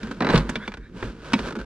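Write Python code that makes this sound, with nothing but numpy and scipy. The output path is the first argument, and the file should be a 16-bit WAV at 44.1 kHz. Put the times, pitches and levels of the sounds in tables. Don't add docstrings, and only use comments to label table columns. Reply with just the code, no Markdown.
import sys
import numpy as np
from scipy import signal
from scipy.fft import rfft, irfft, next_fast_len
from scipy.io import wavfile

SR = 44100
rng = np.random.default_rng(int(sys.argv[2]) if len(sys.argv) > 2 else 0)


def unload_wav(signal):
    wavfile.write(
        sys.argv[1],
        SR,
        np.round(np.clip(np.atleast_2d(signal).T, -1, 1) * 32767).astype(np.int16),
    )


N = 72765
T = np.arange(N) / SR
RING_SAMPLES = 8192
BAND_HZ = 25 * 2 ** (np.arange(38) / 4)
CONTACT_RISE_S = 0.00045

# (frequency [Hz], relative density [dB])
CLOTH_SPECTRUM = [(200, 0), (450, 4), (740, -6.5), (1250, -2), (1560, 0), (1900, -9.5), (2500, -9),
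                  (3600, -12), (4800, -16), (9000, -29.5), (15000, -51.5)]
# (frequency [Hz], gain [dB])
STEREO_WIDTH = [(60, -20), (250, -27), (700, -13), (1500, -13), (3000, -9), (6000, -3), (12000, -1)]


def strap_slips():
    # (time [s], level [dB], relative ping level [dB])
    slips = [(0.2052, -23, 3), (0.221, -22, 1.5), (0.2465, -23.5, 2.5), (0.2678, -22.5, 5),
             (0.289, -21.5, 3), (0.2984, -22.5, 5), (0.3149, -28.5, 3), (0.3269, -28, 3),
             (0.3346, -23.5, -17)]
    # (frequency [Hz], relative density [dB])
    spectrum = [(70, -43), (130, 1.5), (220, 7), (550, -3.5), (770, -7), (900, -3), (2100, -10),
                (3200, -25.5), (4700, -26), (15000, -90)]
    out = np.zeros((2, N))
    for s, db, ping_db in slips:
        add(out, s, amp(db) * (crack() + amp(-6) * knock(at_hz(spectrum, BAND_HZ), t60=0.07)))
        ping_hz = 4000 * rng.normal(1, 0.017)
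        out += amp(db + ping_db) * mode(s, ping_hz, t60=0.02)
    return out


def strap_rush():
    # (time [s], level [dB])
    envelope = [(.21, -45), (.285, -29.5), (.305, -32), (.325, -20.5), (.352, -12.5), (.385, -20),
                (.41, -25.5), (.45, -35.5), (.6, -39.5)]
    # (frequency [Hz], relative density [dB])
    spectrum = [(40, 2.5), (100, -9), (156, 6), (320, -2), (540, -9.5), (760, -17), (980, -6.5),
                (1920, -16), (3300, -25.5), (4500, -26.5), (5400, -37), (9000, -40.5), (15000, -64)]
    return level(envelope) * coloured(grains(per_s=2800, spread_db=2), spectrum)


def latch_snap():
    # (frequency [Hz], level [dB])
    modes = [(930, 3), (1233, -5), (1965, -8), (2280, 2.5), (2550, -2), (2790, -9), (3284, -6.5),
             (3560, -11.5), (3870, -5), (5240, -10.5)]
    out = np.zeros(N)
    add(out, s=1.3335, sound=amp(-16) * metal_ring(modes, t60=0.054, rise=0.001))
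    lowpass = signal.butter(2, 300, fs=SR, output="sos")
    chatter = unit_power(signal.sosfilt(lowpass, rng.standard_normal(N)))
    return out * (1 + 0.55 * chatter)


def fitting_clicks():
    # (time [s], level [dB], extra bass [dB], extra treble [dB], extra top [dB], ring [dB])
    touches = [(.0305, -38, 4.5, 8.5, 7.5, -5.5), (0.0708, -40, 1, -7, 5.5, -10),
               (0.302, -24, -13, 5.5, 2, -9), (0.3439, -28, 13, 12, -8, -22),
               (0.356, -21, -7, 11.5, 1.5, -7), (0.3756, -30, 7.5, 17, 15, -16),
               (0.4916, -29.5, -5.5, 2.5, 5, -14), (.494, -31, 0, 1, 18.5, -7),
               (.5558, -26.5, -5.5, 8, 1.5, 3), (0.6771, -30, -4, 1.5, 2, 2),
               (0.7185, -37.5, -16, -3, 0, -6), (0.739, -36.5, -5, 5, 3.5, -6),
               (.771, -41.5, -22, -0.5, 4.5, -24), (1.0264, -29.5, 2.5, -18, -16, -6),
               (1.333, -21.5, -14, 7.5, 10, -25), (1.3901, -30.5, 1, 5.5, 5.5, -6)]
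    # (frequency [Hz], relative density [dB])
    spectrum = [(70, 11), (130, -5), (230, 10), (400, 2.5), (740, -7), (960, -1), (1700, -1.5),
                (2400, -6.5), (3600, -14), (5000, -20.5), (8500, -35), (15000, -64.5)]
    # (frequency [Hz], level [dB])
    tongue = [(1650, -6), (2331, 2.5), (2896, -8), (3430, -4.5), (3590, -5.5), (4420, -10), (6450, -27)]
    out = np.zeros((2, N))
    for s, db, bass, treble, top, ring_db in touches:
        tint = at_hz([(300, bass), (750, 0), (2300, 0), (4000, treble), (7000, top)], BAND_HZ)
        clack = amp(-10.5) * knock(at_hz(spectrum, BAND_HZ) + tint, t60=0.036)
        ring = amp(ring_db) * metal_ring(tongue, t60=0.047, spread_db=-0.5)
        add(out, s, amp(db) * (clack + ring))
    return out


def seat_thuds():
    # (time [s], level [dB], frequency [Hz], 60 dB decay time [s])
    blows = [(.034, -26.5, 218.6, 0.38), (.105, -26, 269, .1), (0.338, -10, 458, 0.068),
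             (0.344, -7.5, 159, 0.073), (.351, -22, 250.7, 0.22), (0.371, -8, 150, 0.091),
             (0.571, -26, 210.4, 0.19), (.68, -27, 201.5, 0.14), (1.027, -16, 364, 0.042),
             (1.039, -24.5, 121.4, 0.15), (1.3354, -5, 247, 0.077), (1.353, -12, 205, 0.087)]
    return sum(amp(db) * mode(s, hz, t60, rise=0.0016) for s, db, hz, t60 in blows)


def webbing_catches():
    # (time [s], level [dB], tick frequency [Hz])
    catches = [(0.0455, -42, 1556), (0.1114, -33.5, 980), (.114, -34, 1295), (1.321, -33.5, 1460),
               (1.457, -40, 1450), (1.4845, -33.5, 1290), (1.5064, -33.5, 1425), (1.5236, -35.5, 1300),
               (1.553, -33.5, 1455), (1.5645, -37, 1375), (1.5885, -36, 1344), (1.5996, -37.5, 1540),
               (1.6124, -37, 1390)]
    out = np.zeros((2, N))
    for s, db, hz in catches:
        release = amp(-3) * crack()
        scuff = amp(-14) * knock(at_hz(CLOTH_SPECTRUM, BAND_HZ), t60=0.04)
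        add(out, s, amp(db) * (release + scuff))
        out += amp(db + 8) * mode(s, hz, t60=0.032)
    return out


def webbing_zips():
    # (time [s], duration [s], level [dB], start pitch [Hz], end pitch [Hz], bandwidth [Hz])
    passes = [(0.588, .09, -39.5, 1433, 1680, 260), (0.786, 0.115, -54.5, 1610, 1708, 323)]
    # (ratio to the pitch [1], level [dB])
    bands = [(0.999, -0.5), (1.331, -8), (2.24, -10.5)]
    out = np.zeros(N)
    for s, duration, db, start_hz, end_hz, width_hz in passes:
        lowpass = signal.butter(2, width_hz / 2, fs=SR, output="sos")
        progress = np.clip((T - s) / duration, 0, 1)
        phase = 2 * np.pi * np.cumsum(start_hz + (end_hz - start_hz) * progress) / SR
        for ratio, band_db in bands:
            in_phase, quadrature = unit_power(signal.sosfilt(lowpass, rng.standard_normal((2, N))))
            rasp = in_phase * np.cos(ratio * phase) + quadrature * np.sin(ratio * phase)
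            out += amp(db + band_db) * np.sin(np.pi * progress) * rasp
    return out


def sleeve_rustle():
    # (time [s], level [dB])
    envelope = [(0, -41), (.12, -40), (.145, -43), (.2, -46), (.54, -42), (.6, -51), (.67, -41), (.75, -57),
                (.925, -57.5), (.975, -39.5), (1.05, -35.5), (1.1, -40), (1.135, -48), (1.2, -47),
                (1.26, -36.5), (1.32, -38.5), (1.38, -33), (1.42, -35.5), (1.475, -29.5), (1.51, -40),
                (1.54, -50), (1.6, -46.5), (1.65, -46)]
    return level(envelope) * coloured(grains(per_s=2700, spread_db=-1), CLOTH_SPECTRUM)


def hand_bumps():
    # (time [s], level [dB])
    envelope = [(0, -47), (.06, -35), (.18, -40.5), (.44, -30.5), (.55, -36), (.64, -49.5), (.79, -40),
                (.86, -53.5), (.965, -34), (1.01, -44), (1.055, -33), (1.12, -37.5), (1.2, -43.5),
                (1.29, -40), (1.4, -30), (1.47, -35), (1.61, -31.5), (1.65, -56)]
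    # (frequency [Hz], relative density [dB])
    spectrum = [(60, -18), (105, -11), (150, -3), (215, 0), (290, -6), (350, -5), (450, -13), (560, -26),
                (750, -48), (2000, -80)]
    return level(envelope) * coloured(grains(per_s=500, spread_db=2), spectrum)


def cabin_boom(boom_hz=49.6):
    # (time [s], peak level [dB], swell time [s])
    shoves = [(.335, -25.5, 0.075), (0.768, -37, 0.026), (1.05, -29, 0.027), (1.4, -29.5, 0.029),
              (1.59, -33, 0.028)]
    out = np.zeros(N)
    for s, db, swell in shoves:
        t = np.maximum(T - s, 0)
        envelope = (t / swell * np.exp(1 - t / swell)) ** 2
        out += amp(db) * envelope * np.sin(2 * np.pi * boom_hz * t)
    return out


def cabin_resonance(direct, width_hz=22):
    # (frequency [Hz], level against the direct sound [dB])
    modes = [(239, -6), (458, -2), (538, -3), (623, -4), (861, -5), (960, -3.5), (1480, 0), (1567, -3)]
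    return direct + sum(amp(db) * signal.lfilter(*signal.iirpeak(hz, hz / width_hz, fs=SR), direct)
                        for hz, db in modes)


def cabin_air():
    # (frequency [Hz], relative density [dB])
    spectrum = [(22, -7), (48, 0), (75, -11), (200, -14), (350, -26), (700, -46), (1600, -37), (4000, -47),
                (8000, -57), (15000, -75)]
    return amp(-46) * coloured(rng.standard_normal((2, N)), spectrum)


def crack():
    # (frequency [Hz], relative density [dB])
    spectrum = [(400, -12.5), (1700, -20), (5500, -39), (10000, -56.5), (15000, -85)]
    return knock(at_hz(spectrum, BAND_HZ), t60=0.014)


def knock(band_db, t60):
    t, hz = np.arange(RING_SAMPLES) / SR, BAND_HZ[:, None]
    bin_hz = np.maximum(np.arange(RING_SAMPLES // 2 + 1) * SR / RING_SAMPLES, 1)
    in_band = np.abs(np.log2(bin_hz / hz)) < 1 / 8
    noise = irfft(rfft(rng.standard_normal((2, 1, RING_SAMPLES))) * in_band)
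    band_t60 = t60 * (1000 / hz) ** 0.083
    cabin_tail = amp(-25 - 60 * t / 0.17)
    attack = 1 - np.exp(-t / (CONTACT_RISE_S + 1 / hz))
    rings = noise * (amp(-60 * t / band_t60) + cabin_tail) * attack
    energy = np.sum(rings ** 2, axis=-1, keepdims=True) + 1e-20
    rings *= amp(band_db)[:, None] * np.sqrt(hz / energy)
    return left_right(rings[0].sum(0), amp(at_hz(STEREO_WIDTH, BAND_HZ)) @ rings[1])


def metal_ring(modes, t60, rise=CONTACT_RISE_S, spread_db=0):
    t = np.arange(RING_SAMPLES) / SR
    hz, db = np.transpose(modes)
    strengths = rng.choice([-1, 1], len(hz)) * amp(db + spread_db * rng.standard_normal(len(hz)))
    return strengths @ np.sin(2 * np.pi * hz[:, None] * t) * amp(-60 * t / t60) * (1 - np.exp(-t / rise))


def mode(s, hz, t60, rise=CONTACT_RISE_S):
    t = np.maximum(T - s, 0)
    return np.sin(2 * np.pi * hz * t) * amp(-60 * t / t60) * (1 - np.exp(-t / rise))


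def grains(per_s, spread_db):
    occurs = rng.random(N) < per_s / SR
    sizes = amp(spread_db * np.minimum(rng.exponential(1, N), 3.5))
    return occurs * sizes * rng.choice([-1, 1], (2, N))


def coloured(pair, spectrum):
    size = next_fast_len(N + RING_SAMPLES)
    hz = np.arange(size // 2 + 1) * SR / size
    mid, side = rfft(pair, size) * amp(at_hz(spectrum, hz))
    stereo = left_right(mid, side * amp(at_hz(STEREO_WIDTH, hz)))
    return unit_power(irfft(stereo, size)[:, :N])


def level(envelope):
    s, db = np.transpose(envelope)
    return amp(np.interp(T, s, db)) * (T >= s[0] - 0.04) * (T <= s[-1] + 0.04)


def at_hz(spectrum, hz):
    point_hz, db = np.transpose(spectrum)
    return np.interp(np.log(np.maximum(hz, 1)), np.log(point_hz), db)


def amp(db):
    return 10 ** (np.asarray(db) / 20)


def unit_power(x):
    return x / np.sqrt(np.mean(x ** 2) + 1e-20)


def add(out, s, sound):
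    i = int(np.clip(s * SR, 0, N - 1))
    out[..., i:i + sound.shape[-1]] += sound[..., :N - i]


def left_right(mid, side):
    return np.array([mid + side, mid - side])


def scene():
    air = cabin_air()
    contacts = strap_slips() + fitting_clicks() + webbing_catches()
    rustle = strap_rush() + sleeve_rustle() + hand_bumps()
    resonant = amp(-2.5) * cabin_resonance(contacts + rustle)
    left, right = resonant + latch_snap() + seat_thuds() + cabin_boom() + webbing_zips() + air
    lag = round(45e-6 * SR)
    return np.array([amp(-1) * np.pad(left, (lag, 0))[:N], right])


def record(dry):
    highpass = signal.butter(2, 22, "high", fs=SR, output="sos")
    lowpass = signal.cheby2(12, 70, 16500, fs=SR, output="sos")
    x = signal.sosfilt(highpass, dry)
    rounded = x / (1 + (x / 0.8) ** 4) ** 0.25
    fade = np.minimum(np.minimum(T, T[-1] - T) / 0.004, 1)
    return signal.sosfilt(lowpass, rounded * fade)


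dry = scene()
out = record(dry)
unload_wav(out)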